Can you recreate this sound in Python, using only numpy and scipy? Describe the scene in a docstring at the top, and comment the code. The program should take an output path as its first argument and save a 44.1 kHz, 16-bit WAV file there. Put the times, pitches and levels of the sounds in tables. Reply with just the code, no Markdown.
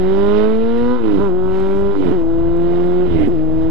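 """A four-cylinder motorcycle pulls up through three gear changes, heard from the rider's seat.
Firing tones and pulses ringing the pipe rise with speed; each throttle closure makes them uneven as revs drop.
A narrow rush builds until the throttle opens with hard bangs, then the revs flare as the clutch bites.
Wind rumbles on the microphone throughout, under fizz, rattles and a few ticks.
The left input is muffled and drifts in level against the right; each input has its own hiss and offset."""
import sys
import numpy as np
from scipy import signal
from scipy.fft import rfft, irfft, next_fast_len
from scipy.io import wavfile
from scipy.ndimage import uniform_filter1d, map_coordinates

SR = 44100
rng = np.random.default_rng(int(sys.argv[2]) if len(sys.argv) > 2 else 0)


def unload_wav(signal):
    """Save mono or channel-first audio to the path in sys.argv[1] as 16-bit WAV at rate SR, clipped to [-1, 1]."""
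    wavfile.write(
        sys.argv[1],
        SR,
        np.round(np.clip(np.atleast_2d(signal).T, -1, 1) * 32767).astype(np.int16),
    )


N = 163170

# Layer levels and input balance: (time [s], tone at twice firing rate [dB], tone at firing rate [dB],
# strong-weak firing [dB], rasp [dB], clatter [dB], treble [dB], left minus right [dB])
LEVELS = [(0.03, -15, -22, -43, -36.5, -39, -63, -7), (0.2, -12, -19.5, -29, -28, -37.5, -59.5, -10),
          (0.42, -11.5, -16, -24, -26, -34, -60, -13), (0.58, -17, -18, -35.5, -34.5, -41.5, -63, -7),
          (0.8, -19.5, -17.5, -30, -30.5, -38, -64.5, -5.5), (0.94, -21, -15, -26.5, -26, -41, -63, -5.5),
          (0.985, -27, -25, -27.5, -33.5, -43.5, -69, -10),
          (1.05, -19.5, -20.5, -16.5, -30, -39, -62.5, -15),
          (1.16, -21.5, -25.5, -10.5, -34, -39, -59, -16.5),
          (1.19, -14, -17.5, -18.5, -27.5, -40.5, -63, -11.5), (1.25, -14.5, -21, -34, -25, -40.5, -59, -8),
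          (1.33, -17, -31.5, -47, -38, -48.5, -68.5, -1.5), (1.45, -17, -26, -48, -32, -47.5, -64.5, -5.5),
          (1.56, -16, -27.5, -41, -31, -40.5, -58.5, -2.5),
          (1.75, -15, -23.5, -32, -31.5, -42.5, -59.5, -5), (1.9, -15.5, -22, -40, -32.5, -42.5, -64, -7),
          (1.955, -19.5, -38, -23, -31.5, -42.5, -63, -12), (2.0, -24, -33, -11, -39.5, -40.5, -60, -14.5),
          (2.04, -15.5, -24, -22, -30.5, -38.5, -59, -18),
          (2.085, -16.5, -20.5, -11, -32.5, -37.5, -60, -18),
          (2.12, -12.5, -21, -32, -29, -39.5, -58.5, -11.5), (2.16, -16.5, -25.5, -36, -34.5, -43, -63, -2),
          (2.23, -17.5, -41.5, -54, -43, -50.5, -64, -1), (2.5, -16, -31, -42.5, -37.5, -48, -68.5, -2.5),
          (2.72, -14, -24, -28.5, -37, -41.5, -62, -7.5),
          (3.04, -14, -24, -35.5, -34.5, -43.5, -63.5, -6.5),
          (3.09, -20.5, -27, -23.5, -36.5, -40.5, -63, -11.5),
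          (3.15, -14.5, -20.5, -21.5, -40, -38.5, -60.5, -17),
          (3.22, -10.5, -25.5, -27, -50, -38.5, -55.5, -16.5),
          (3.26, -16.5, -28, -25, -32.5, -39.5, -59, -19), (3.285, -16, -29, -42, -37, -48, -58, -5.5),
          (3.33, -18, -30, -33, -45.5, -46.5, -67, -2.5), (3.45, -18, -31, -37, -51.5, -50, -68.5, -3),
          (3.66, -15, -29.5, -38, -40, -45.5, -65.5, -5.5)]
# Gear changes: (throttle shuts [s], throttle opens [s], rush at the end [dB])
GEAR_CHANGES = [(.972, 1.195, -61), (1.962, 2.116, -52), (3.07, 3.285, -33.5)]
# Boom of the exhaust pipe: (frequency [Hz], relative level [dB])
PIPE_BOOM = [(60, -35.5), (170, -2), (310, 7), (430, 3), (550, -18), (750, -19), (2000, -97)]


def amp(db):
    """dB to gain."""
    return 10 ** (np.asarray(db) / 20)


def unit(x):
    """Scaled to rms 1."""
    return x / np.sqrt(np.mean(x ** 2) + 1e-20)


def along(points, hz):
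    """(Hz, dB) points interpolated on a log frequency axis, -120 dB outside."""
    f, v = np.transpose(points)
    return np.interp(np.log(hz + 1), np.log(f + 1), v, left=-120, right=-120)


def controls(rows):
    """One value per sample for each column after the time."""
    s, *cols = np.transpose(rows)
    return [np.interp(np.arange(N) / SR, s, c) for c in cols]


def wobble(rate_hz):
    """Smooth random curve, rate_hz knots a second."""
    knots = rng.standard_normal(int(N * rate_hz / SR) + 4)
    return map_coordinates(knots, [np.arange(N) * rate_hz / SR])


def filtered(x, response):
    """x through a complex response of frequency, zero-padded."""
    m = 2 * next_fast_len(N // 2 + 8192)
    return irfft(rfft(x, m) * response(np.fft.rfftfreq(m, 1 / SR)), m)[..., :N]


def zero_phase(points):
    """Response with the given colour, symmetric about each pulse."""
    return lambda hz: amp(along(points, hz))


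def causal(points):
    """Minimum-phase response with the given colour: it rings after the pulse, by folding the cepstrum."""
    def response(hz):
        cepstrum = irfft(np.log(amp(along(points, hz))))
        half = len(cepstrum) // 2
        cepstrum[1:half] *= 2
        cepstrum[half + 1:] = 0
        return np.exp(rfft(cepstrum))
    return response


def noise(points, patchy_db):
    """Coloured noise of rms 1 with time-frequency patches of random gain."""
    z = signal.stft(rng.standard_normal(N), nperseg=512)[2]
    field = uniform_filter1d(rng.standard_normal(z.shape), size=6, axis=0)
    field = uniform_filter1d(field, size=10, axis=1)
    x = signal.istft(z * amp(patchy_db * unit(field)), nperseg=512)[1][:N]
    return unit(filtered(x, zero_phase(points)))


def pulses(at, sizes):
    """Spikes at fractional sample positions, split between neighbouring samples."""
    i = np.clip(at, 0, N - 2).astype(int)
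    part = np.clip(at - i, 0, 1)
    return np.bincount(i, sizes * (1 - part), N) + np.bincount(i + 1, sizes * part, N)


def shut(start_s, end_s):
    """1 while the throttle is closed, 0 elsewhere, with short ramps of throttle travel."""
    travel_s = 0.025
    knots_s = [start_s - travel_s, start_s, end_s - travel_s, end_s]
    return np.interp(np.arange(N) / SR, knots_s, [0, 1, 1, 0])


def engine():
    """Two firing tones plus pulses ringing pipe and metal; timing and size scatter with the throttle shut."""
    # (time [s], firing rate [1/s])
    firing_rate = [(0.03, 184.5), (0.19, 198.0), (0.37, 210.0), (0.66, 229.4), (0.86, 243.0), (0.94, 249.0),
                   (0.965, 249.0), (0.99, 238.0), (1.05, 222.0), (1.09, 210.6), (1.16, 195.7),
                   (1.185, 184.0), (1.215, 202.0), (1.24, 202.0), (1.28, 192.7), (1.31, 177.8),
                   (1.36, 182.7), (1.66, 192.4), (1.82, 198.0), (1.94, 199.5), (2.02, 189.6), (2.09, 169.4),
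                   (2.105, 167.0), (2.14, 192.3), (2.19, 168.3), (2.23, 164.1), (2.59, 171.2),
                   (3.05, 180.8), (3.11, 172.4), (3.22, 151.0), (3.27, 143.9), (3.32, 181.4), (3.37, 156.9),
                   (3.67, 161.8)]
    # Pulse size of each cylinder around the mean
    cylinder_sizes = [0.3, 0.072, 0.00054, 0.24]
    # Third and fourth multiples of the firing rate: (frequency [Hz], relative level [dB])
    overtone_colour = [(400, -60.5), (470, 5.5), (560, 1.5), (640, 4), (760, -1.5), (860, -22.5),
                       (1000, -49)]
    # Edge of each pulse: (frequency [Hz], relative level [dB])
    rasp_colour = [(500, -68.5), (800, 4), (1000, 14.5), (1150, 2.5), (1300, 8.5), (1500, 5), (1750, -16.5),
                   (2300, -58.5)]
    # Mechanical noise: (frequency [Hz], relative density [dB per Hz])
    clatter_colour = [(880, -39.5), (1500, -3), (1870, -4), (2020, -8), (2330, -7.5), (3700, -10.5),
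                      (4350, -18.5), (5190, -23), (6750, -43.5)]
    # Exhaust noise: (frequency [Hz], relative density [dB per Hz])
    roar_colour = [(60, -13), (300, -6), (600, -4.5), (1600, -21), (3000, -56)]
    # Metal resonances: (frequency [Hz], width [Hz], relative level before squaring [dB])
    ring_modes = [(2030, 310, 3), (3002, 290, 1), (3632, 310, -2.5)]
    # Blurred gear whine: (multiple of firing rate, level against clatter [dB])
    whine_orders = [(12, -14), (17, -15)]
    tone_scatter_db = 0.7
    jitter_firings, shut_jitter_firings = 0.002, 0.09
    stumble, rasp_alt, rasp_scatter, shut_scatter = 0.2, 0.4, 0.2, 0.6  # parts of a pulse
    overtone_db, roar_db = -12, -15.5  # against the tone at twice the firing rate
    uneven_db, shut_uneven_db = -20, 11  # same reference; second adds when shut
    ring_db = -6  # against the clatter
    gate_depth, gate_sharp = 0.25, 0.95

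    second_db, first_db, alt_db, rasp_db, clatter_db, _, _ = controls(LEVELS)
    turns = np.cumsum(controls(firing_rate)[0]) / SR  # in firings
    closed = sum(shut(a, b) for a, b, _ in GEAR_CHANGES)
    k = np.arange(1, int(turns[-1]))
    draw = rng.standard_normal((len(k), 4))
    off = np.interp(k, turns, closed)
    jitter = (jitter_firings + shut_jitter_firings * off) * draw[:, 0]
    at = np.interp(k + jitter, turns, np.arange(N))
    even_at = np.interp(k, turns, np.arange(N))
    sign = (-1.) ** k
    size = -1 - np.array(cylinder_sizes)[k % 4]

    def tone(order):
        return -np.sqrt(2) * np.cos(2 * np.pi * order * turns)

    def metal(hz):
        modes = sum(amp(db) * 1j * hz * w / (c * c - hz * hz + 1j * hz * w) for c, w, db in ring_modes)
        return modes ** 2

    tones = amp(first_db + tone_scatter_db * wobble(25)) * tone(order=1)
    tones = tones + amp(second_db + tone_scatter_db * wobble(25)) * tone(order=2)
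    tones = tones * amp(1.5 * closed * np.minimum(wobble(70), 1))  # misfires break the tones up
    overtones = unit(filtered(pulses(at, size), zero_phase(overtone_colour)))
    uneven = unit(filtered(pulses(at, draw[:, 1]), causal(PIPE_BOOM)))
    alternate = pulses(even_at, sign + stumble * draw[:, 2])
    alternate = unit(filtered(alternate, zero_phase(PIPE_BOOM)))
    edge = size - rasp_alt * sign - (rasp_scatter + shut_scatter * off) * draw[:, 3]
    rasp = unit(filtered(pulses(at, edge), causal(rasp_colour)))
    strike = size - rasp_alt * sign - shut_scatter * off * draw[:, 3]
    ring = unit(filtered(pulses(at, strike), metal))
    whine = (1 - closed) * sum(amp(db) * wobble(220) * tone(order) for order, db in whine_orders)
    # clatter bunches once per firing
    gate = unit(1 - gate_depth + gate_depth * np.exp(gate_sharp * np.cos(2 * np.pi * turns)))
    clatter = gate * noise(clatter_colour, patchy_db=1.5) + amp(ring_db + wobble(4)) * ring + whine
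    body = amp(overtone_db) * overtones + amp(uneven_db + shut_uneven_db * closed) * uneven
    body = body + amp(roar_db) * noise(roar_colour, patchy_db=1.5)
    return (tones + amp(second_db) * body + amp(alt_db) * alternate
            + amp(rasp_db) * rasp + amp(clatter_db) * clatter)


def bangs(even):
    """Hard single firings in the pipe replace the low part of the even ones as the throttle opens."""
    # (time [s], peak of each firing alone [dB])
    firings = [(1.198, -5), (2.109, -7), (2.116, -1), (3.276, -1.5), (3.284, -3.5)]
    fade_s, low_hz = 0.008, 700
    s, db = np.transpose(firings)
    boom = zero_phase(PIPE_BOOM)
    away_s = np.abs(np.arange(N)[:, None] / SR - s).min(axis=1)
    single = filtered(pulses(np.array([SR]), np.ones(1)), boom)
    hard = filtered(pulses(s * SR, amp(db)), boom) / single.max()
    low = filtered(even, lambda hz: hz < low_hz)
    return even - low * np.clip(1 - away_s / fade_s, 0, 1) - hard


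def treble():
    """Thin noise fizz with scattered decaying noise rattles; a narrow rush builds while the throttle is shut."""
    # Fizz and rattle: (frequency [Hz], relative density [dB per Hz])
    fizz_colour = [(3500, -42), (5000, 0), (6500, -5.5), (9500, -8.5), (12600, -17.5)]
    # Rush: (frequency [Hz], relative density [dB per Hz])
    rush_colour = [(1500, -30), (1950, -11), (2080, 0), (2250, -11), (3100, -14), (3800, -30)]
    rattles_per_s, rattle_spread_db, rattle_t60_s = 45, 2.5, 0.008
    rattle_db = -6  # against the fizz
    draw = rng.random((int(N / SR * rattles_per_s), 2))
    ticks = pulses(draw[:, 0] * N, amp(-rattle_spread_db * np.log(draw[:, 1] + 1e-3)))
    decay = amp(-60 * np.arange(400) / SR / rattle_t60_s)
    burst = signal.fftconvolve(ticks, decay)[:N] * rng.standard_normal(N)
    rattle = unit(filtered(burst, zero_phase(fizz_colour)))
    fizz = amp(controls(LEVELS)[-2]) * (noise(fizz_colour, patchy_db=3.0) + amp(rattle_db) * rattle)
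    t = np.arange(N) / SR
    build = sum(amp(db) * shut(a, b) * np.clip((t - a) / (b - a), 0, 1) for a, b, db in GEAR_CHANGES)
    return fizz + build * noise(rush_colour, patchy_db=-0.5)


def clicks():
    """Short dry ticks, mostly as a gear engages: decaying random-sign bursts, high-passed."""
    # (time [s], peak before the high-pass [dB])
    ticks = [(0.782, -39), (1.1966, -41), (2.1143, -40.5), (3.2804, -38)]
    t60_s, highpass_hz = 0.006, 2500
    out, t = np.zeros(N), np.arange(1024) / SR
    for s, db in ticks:
        out[round(s * SR):][:len(t)] += amp(db - 60 * t / t60_s) * rng.choice([-1, 1], len(t))
    return filtered(out, lambda hz: 1j * hz / (highpass_hz + 1j * hz))


def wind():
    """Lumpy low noise rumble; cancels the balance drift on the left, so swells on the right when it leads."""
    # (time [s], left rumble before muffling and swing [dB])
    rumble_level = [(0.1, -48.5), (3.65, -42)]
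    # (frequency [Hz], relative density [dB per Hz])
    rumble_colour = [(12, -30), (20, -10), (32, -16.5), (65, -10), (130, -12), (170, -29)]
    swing_db = 4.5
    level_db = controls(rumble_level)[0] - controls(LEVELS)[-1]
    return amp(level_db + swing_db * wobble(9.7)) * noise(rumble_colour, patchy_db=0.5)


def scene():
    """Everything reaches both inputs alike."""
    x = bangs(engine()) + treble() + clicks() + wind()
    return np.array([x, x])


def record(dry):
    """Left tilted to the bass and drifting in level; hiss, band limit, then a constant offset on each input."""
    # (frequency [Hz], relative density [dB per Hz])
    hiss_colour = [(300, -2), (3000, 1), (12500, -7.5)]
    # Rows left, right: (rms level [dB])
    hiss_level_db = [
        [-64.5],
        [-74],
    ]
    # Rows left, right: (constant offset [full scale])
    input_offset = [
        [.192],
        [.009],
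    ]
    muffle_hz, muffle_end_hz, muffle_db = 39.5, 1140, 18.5  # left falls between these, from this gain
    top_hz = 15000

    def muffle(hz):
        return amp(muffle_db) * (1 + 1j * hz / muffle_end_hz) / (1 + 1j * hz / muffle_hz)

    left = filtered(dry[0] * amp(controls(LEVELS)[-1]), muffle)
    hiss = np.array([noise(hiss_colour, patchy_db=0.8), noise(hiss_colour, patchy_db=0.8)])
    inputs = np.array([left, dry[1]]) + amp(hiss_level_db) * hiss
    return filtered(inputs, lambda hz: hz < top_hz) + np.array(input_offset)


dry = scene()
out = record(dry)
unload_wav(out)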